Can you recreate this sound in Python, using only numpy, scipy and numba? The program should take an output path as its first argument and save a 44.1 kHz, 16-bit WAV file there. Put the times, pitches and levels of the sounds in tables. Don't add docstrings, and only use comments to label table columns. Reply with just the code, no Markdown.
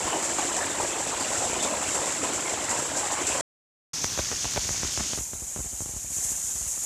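import sys
import numpy as np
from scipy import signal
from scipy.io import wavfile
from numba import njit

SR = 44100
rng = np.random.default_rng(int(sys.argv[2]) if len(sys.argv) > 2 else 0)


def voltage_ratio(level):
    return 10 ** (np.asarray(level, float) / 20)


def transcribe(u):
    v = np.clip(np.atleast_2d(u).T, -1, 1)
    q = np.round(v * 32767).astype(np.int16)
    wavfile.write(sys.argv[1], SR, q)


N = 302085
CUT_S, BACK_S = 3.4105, 3.9328
BASS_TOP_HZ, DRUM_TOP_HZ = 190, 1150
OPEN_PORT_HZ = 7480
TOP_HZ = 14280

# time in seconds, splash level in dB.
RAIN_STRENGTH = [
    (0, -26.5),
    (0.14, -30),
    (0.5, -30.5),
    (1.13, -32.5),
    (1.4, -31),
    (1.9, -30.5),
    (2.6, -32.5),
    (3.2, -32.5),
    (3.4, -29.5),
]
# start in seconds, lift of the splash in dB, lift of the drumming in dB.
RAIN_SHEETS = [(0.0, -5, 4.5), (0.12, -3, 8.5), (0.24, 2.5, -5.5), (0.38, 3.5, 3), (0.57, 0.5, 3.5),
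               (0.781, 1.5, 5.5), (1.0, 0, 1), (1.2, 3.5, 1.5), (1.32, 3.5, -1), (1.42, 1.5, 3),
               (1.535, 0.5, 0), (1.62, 3, 5), (1.7, -2, 3), (1.939, 1.5, 3.5), (2.065, 0.5, -1),
               (2.23, 1.5, 5.5), (2.33, 2.5, -0.5), (2.49, 2.5, 0.5), (2.7, 5.5, 2), (2.77, 4, -0.5),
               (2.971, 5.5, -1.5), (3.11, 2, 1), (3.27, 3.5, 3), (3.36, 0.5, -1.5)]
# pitch in Hz, level in dB per Hz.
TAUT_FABRIC = [(24, -45), (40, -26.5), (70, -8.5), (189, -16.5), (312, 2.5), (410, -8.5), (585, 1),
               (802, -2.5), (989, -1.5), (1270, -10.5), (2880, -12.5), (4030, -16), (6000, -37),
               (7800, -42), (13200, -120)]
# time in seconds, peak in dB.
SPLATS = [(0.1635, -21), (0.227, -12), (0.4525, -17), (0.567, -12.5), (0.6883, -27), (0.827, -16),
          (0.8744, -15.5), (1.0113, -25), (1.073, -13.5), (1.1858, -30), (1.377, -14), (1.627, -12.5),
          (1.8282, -22), (1.919, -23), (1.9454, -14.5), (2.0587, -12), (2.1201, -20), (2.359, -24),
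          (2.4936, -18), (2.6938, -10.5), (2.9647, -15), (3.1203, -13.5), (3.269, -10.5), (4.0153, -33),
          (4.0383, -38), (4.187, -18), (4.7046, -28), (6.159, -23), (6.2382, -22), (6.675, -17)]
# time in seconds, pitch in Hz, level in dB.
SINGING_STRIPS = [(0.13, 2930, -37.5), (0.41, 2370, -41.5), (0.63, 1720, -35.5), (0.8, 900, -32),
                  (0.93, 2590, -41.5), (1.22, 4700, -41), (1.43, 741, -34), (1.55, 2970, -41.5),
                  (1.64, 3600, -39), (1.7, 958, -41), (1.85, 2780, -42.5), (2.25, 2530, -42.5),
                  (2.48, 2130, -39), (2.7, 1936, -40), (2.78, 955, -37.5), (3.18, 1082, -37.5),
                  (3.3, 2605, -38.5), (3.38, 970, -36.5)]
# time in seconds, peak in dB, pitch in Hz.
HEAVY_DRIPS = [(0.088, -27, 369), (0.158, -13, 550), (0.45, -8, 387), (0.631, -7, 1690), (1.305, -5.5, 590),
               (1.42, -9, 716), (1.531, -3.5, 655), (1.611, -14.5, 322), (1.916, -9, 487), (2.231, -7, 463),
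               (2.325, -26, 627), (2.46, -12, 975), (2.538, -7.5, 676), (2.729, -9, 576), (2.775, -25, 961),
               (2.94, -17, 320)]
# time in seconds, splash level in dB, port pitch in Hz.
HISSING_RAIN = [(3.95, -31, 6080), (4.4, -31, 6450), (4.83, -29.5, 6530), (5.11, -30.5, 6750),
                (5.19, -33, 6500), (5.37, -36, 6800), (5.72, -35, 6900), (5.9, -35.5, 6660),
                (6.1, -35.5, 6850), (6.14, -29, 6900), (6.41, -30.5, 6730), (6.85, -31.5, 6900)]
# pitch in Hz, level in dB per Hz.
MUFFLED_FABRIC = [(24, -33), (40, 1.5), (75, 2), (243, -8), (306, -14), (611, -17), (769, -12), (2340, -8),
                  (4290, -5), (6000, -5.5), (7800, -34), (13200, -120)]
# pitch in Hz, level in dB per Hz.
COVERED_FABRIC = [(24, -31), (40, -4), (81, -4), (402, -22), (844, -16.5), (1200, -23), (2360, -19.5),
                  (3420, -21), (4960, -20), (5500, -27.5), (7150, -41), (12100, -120)]
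COVER_S = (5.1, 5.23)
# time in seconds, peak in dB, fall in ms.
POPS = [(4.044, -9, 0.077), (4.177, -15, 0.14), (4.316, -14, 0.086), (4.445, -17, 0.1),
        (4.562, -14.5, 0.097), (4.567, -20, 0.15), (4.692, -15, 0.1), (4.746, -29, 0.2), (4.833, -16, 0.22),
        (4.976, -13, 0.079), (5.134, -17, 0.14), (5.334, -23.5, 0.28), (5.339, -32, 0.2),
        (5.562, -21.5, 0.25), (5.567, -28, 0.35), (5.575, -27, 0.23), (5.594, -29, 0.62),
        (5.646, -32, 0.27), (5.729, -36, 0.29), (5.806, -23.5, 0.35), (5.817, -33, 0.18),
        (5.86, -26.5, 0.4), (6.119, -35, 0.5), (6.666, -37, 0.14), (6.778, -29, 0.1)]
# start in seconds, end in seconds, peak in dB, slips per second.
FLUTTERS = [
    (4.187, 4.195, -19, 1020),
    (4.32, 4.331, -25.5, 980),
    (4.452, 4.456, -23.5, 1360),
    (4.569, 4.578, -20, 1240),
    (4.847, 4.851, -23, 610),
    (4.995, 5.009, -20.5, 480),
    (5.177, 5.189, -30.5, 870),
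    (5.727, 5.735, -44, 690),
]
# time in seconds, peak in dB, fall in ms.
SUCKS = [(4.548, -32, 1.2), (4.641, -40, 0.9), (4.652, -32, 1.5), (4.706, -23.5, 0.99), (4.98, -29, 0.88),
         (5.176, -22, 0.22), (5.209, -28.5, 0.81), (5.351, -35, 2.2), (5.421, -29.5, 1.3),
         (5.589, -27, 0.89), (5.604, -27, 1.1), (5.657, -32, 1.7), (5.821, -29, 0.8), (5.892, -31, 0.96),
         (5.964, -29.5, 1.1), (6.185, -32, 0.8), (6.319, -31, 0.86)]
# time in seconds, peak in dB, fall in ms.
PRESSES = [(5.937, -32, 1.4), (6.044, -34.5, 1.6), (6.105, -36, 1.6), (6.168, -34, 1.1), (6.25, -34, 1.3),
           (6.302, -39, 1.3), (6.441, -38, 1.8), (6.554, -34.5, 2.4), (6.611, -32.5, 2.1),
           (6.664, -34, 2.2)]


def in_time(rows):
    s, *columns = np.transpose(rows)
    return [np.interp(np.arange(N) / SR, s, c) for c in columns]


def rms_one(x):
    return x / np.sqrt(np.mean(x ** 2) + 1e-20)


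def drift(rate_hz):
    r = np.exp(-2 * np.pi * 40 * rate_hz / SR)
    noise = rng.standard_normal(N // 40 + 2002)
    slow = signal.lfilter([1], [1, -2 * r, r * r], noise)[2000:]
    return np.interp(np.arange(N) / 40, np.arange(len(slow)), rms_one(slow))


def drops(per_s, spread_db):
    size_db = spread_db * np.minimum(rng.exponential(1, N), 4)
    sizes = voltage_ratio(size_db) * rng.choice([-1, 1], N)
    return sizes * (rng.random(N) < per_s / SR) + 1e-18


def butter(x, hz, kind, order=2):
    return signal.sosfilt(signal.butter(order, hz, kind, fs=SR, output="sos"), x)


def ring(hits, hz, cycles):
    r = voltage_ratio(-60 * hz / (cycles * SR))
    w = 2 * np.pi * hz / SR
    return signal.lfilter([np.sin(w)], [1, -2 * r * np.cos(w), r * r], hits + 1e-18)


@njit
def resonate(x, hz, r, sr):
    y = np.zeros(len(x))
    for i in range(2, len(x)):
        y[i] = x[i] + 2 * r * np.cos(2 * np.pi * hz[i] / sr) * y[i - 1] - r * r * y[i - 2]
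    return y


def gusts():
    t = np.arange(N) / SR
    rise_s, fall_s = 0.0032, 0.064
    splash_db, heavy_db = in_time(RAIN_STRENGTH)[0], 0
    for s, lift_db, drum_db in RAIN_SHEETS:
        since = np.maximum(t - s, 0)
        sheet = (1 - np.exp(-since / rise_s)) * np.exp(-since / fall_s)
        splash_db = splash_db + lift_db * sheet
        heavy_db = heavy_db + drum_db * sheet
    return splash_db, heavy_db


def fabric(spectrum, per_s, cycles, patchy_db):
    hits, groups = drops(per_s, spread_db=3.0), np.zeros((3, N))
    pitches = 45 * (1 + np.arange(40) / 4.2) ** 2.06
    share = pitches ** .3 / np.sum(pitches ** .3)
    dealt = rng.choice(len(pitches), N, p=share)
    table_hz, table_db = np.transpose(spectrum)
    for k, hz in enumerate(pitches):
        rings = ring(hits * (dealt == k), hz, cycles * (hz / 1000) ** 0.67)
        rings = rms_one(np.diff(rings, prepend=0))
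        level_db = np.interp(np.log(hz), np.log(table_hz), table_db)
        wetting_db = patchy_db * min(hz / 1200, 1) ** 0.19 * drift(5.2)
        group = int(hz > BASS_TOP_HZ) + int(hz > DRUM_TOP_HZ)
        groups[group] += rings * hz ** 0.11 * voltage_ratio(level_db + wetting_db)
    return [rms_one(g) for g in groups]


def bursts(spray, fall_s, over_db, crack_db):
    kicks = np.zeros(N)
    for s, db in SPLATS:
        kicks[round(s * SR)] = voltage_ratio(db + over_db)
    scatter = signal.lfilter([1], [1, -np.exp(-1 / (fall_s * SR))], kicks)
    return spray * (1 + scatter) + voltage_ratio(crack_db) * kicks ** 2


def rain(splash_db, port_hz, spectrum, per_s, cycles, bass_db, drum_db, patter_db, follows, sway_db, patchy_db,
         width_hz, edge_hz, top_hz, sizzle_db):
    bass, drum, patter = fabric(spectrum, per_s, cycles, patchy_db)
    fine_drops = drops(20000, spread_db=2.5) * voltage_ratio(0.92 * drift(25))
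    spray = bursts(fine_drops, fall_s=0.012, over_db=11.0, crack_db=27.0)
    port = resonate(spray, port_hz, np.exp(-np.pi * width_hz / SR), SR)
    splash = rms_one(butter(butter(port, edge_hz, "high", order=5), top_hz, "low"))
    sizzle = rms_one(butter(spray, 11000, "high", order=3))
    sizzle *= voltage_ratio(sizzle_db + patchy_db / 2 * drift(3))
    gust_db = follows * (splash_db + 31)
    low = voltage_ratio(bass_db) * bass
    low = low + voltage_ratio(drum_db + gust_db + sway_db * drift(13)) * drum
    low = low + voltage_ratio(patter_db + gust_db) * patter
    return low + voltage_ratio(splash_db) * (splash + sizzle)


def singing_strips():
    out, hits = np.zeros(N), drops(1500, spread_db=6.0)
    reach = round(.11 * SR)
    for s, hz, db in SINGING_STRIPS:
        start = max(round(s * SR) - reach, 0)
        end = start + 2 * reach
        t = np.arange(start, end) / SR
        own_hits = np.roll(hits, round(hz))[start:end]
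        rings = rms_one(ring(own_hits, hz, 30.0))
        out[start:end] += voltage_ratio(db + 0.5) * rings * np.exp(-((t - s) / 0.048) ** 2)
    return out


def heavy_drips():
    out = np.zeros(N)
    for s, db, hz in HEAVY_DRIPS:
        i = round(s * SR)
        out[i:i + 2000] += voltage_ratio(db - 13.0) * ring(np.arange(2000) == 0, hz, 9.2)[:N - i]
    return out


def add_push(out, s, height, fall_ms):
    t_ms = np.arange(round(.03 * SR)) / SR * 1000
    fall = np.exp(-t_ms / (1.68 * max(fall_ms, .06)))
    push = fall - np.exp(-t_ms / (0.02 + 0.31 * fall_ms))
    i = round(s * SR)
    out[i:i + len(t_ms)] += (height * push / push.max())[:N - i]


def add_flutter(out, start, end, db, per_s):
    chance = rng.random((24, 3))
    times = start + (np.cumsum(.5 + chance[:, 0]) - .5 - chance[0, 0]) / per_s
    for k, (s, (_, size, soft)) in enumerate(zip(times, chance)):
        swell_db = 6 * (s - end) / (end - start)
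        if s < end:
            height = voltage_ratio(db + 5 + swell_db - 4.2 * size) * (-1) ** k
            add_push(out, s, height, 0.033 + 0.19 * soft ** 2)
    suck_db = -28.5 + 0.3 * (db + 28.5)
    add_push(out, end, -voltage_ratio(suck_db), fall_ms=1.08)


def low_cut(x, hz, q):
    w = 2 * np.pi * hz
    return signal.lfilter(*signal.bilinear([1, 0, 0], [1, w / q, w * w], SR), x)


def rustle(pushes, level_db, fall_s):
    fade = np.exp(-1 / (fall_s * SR))
    pressure = signal.lfilter([1], [1, -fade], np.abs(pushes)) / (fall_s * SR)
    rubbing = rms_one(butter(drops(2500, spread_db=2.5), [250, 1000], "band"))
    return voltage_ratio(level_db) * pressure * rubbing


def hand():
    out = np.zeros(N)
    for s, db, fall_ms in POPS + PRESSES:
        add_push(out, s, voltage_ratio(db), fall_ms)
    for s, db, fall_ms in SUCKS:
        add_push(out, s, -voltage_ratio(db), fall_ms)
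    for start, end, db, per_s in FLUTTERS:
        add_flutter(out, start, end, db, per_s)
    pushes = low_cut(low_cut(out, 56, 2.06), 27, 0.99)
    return pushes + rustle(out, level_db=-7, fall_s=0.0071)


def scene():
    t = np.arange(N) / SR
    splash_db, heavy_db = gusts()
    open_port = np.full(N, float(OPEN_PORT_HZ))
    first = rain(splash_db, open_port, TAUT_FABRIC, per_s=6000, cycles=31.0, bass_db=-47.5,
                 drum_db=heavy_db - 34.0, patter_db=-37.5, follows=0.45, sway_db=0.86, patchy_db=1.5,
                 width_hz=890, edge_hz=4500, top_hz=8540, sizzle_db=-34.5)
    first = first + heavy_drips() + singing_strips()
    bare = rain(*in_time(HISSING_RAIN), MUFFLED_FABRIC, per_s=14000, cycles=8.5, bass_db=-45.5,
                drum_db=-48.0, patter_db=-38.5, follows=0.42, sway_db=-0.8, patchy_db=2.5,
                width_hz=1320, edge_hz=4940, top_hz=10600, sizzle_db=-14.5)
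    covered = rain(*in_time(HISSING_RAIN), COVERED_FABRIC, per_s=14000, cycles=28.0, bass_db=-54.0,
                   drum_db=-53, patter_db=-49, follows=0.79, sway_db=1.6, patchy_db=1.4,
                   width_hz=1340, edge_hz=6660, top_hz=15050, sizzle_db=-32)
    cover = np.interp(t, COVER_S, [0, np.pi / 2])
    second = np.cos(cover) * bare + np.sin(cover) * covered + hand()
    mono = np.where(t < (CUT_S + BACK_S) / 2, first, second)
    return np.array([mono, mono])


def low_pass(x):
    return signal.sosfilt(signal.butter(12, 15600, fs=SR, output="sos"), x)


def record(dry):
    t = np.arange(N) / SR
    top_cut = signal.ellip(14, .5, 70, TOP_HZ, fs=SR, output="sos")
    heard = signal.sosfilt(top_cut, butter(dry, 33, "high"))
    running = np.clip((CUT_S - t) / .0002, 0, 1) + np.clip((t - BACK_S) / .0015, 0, 1)
    return low_pass(heard * running)


dry = scene()
out = record(dry)
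transcribe(out)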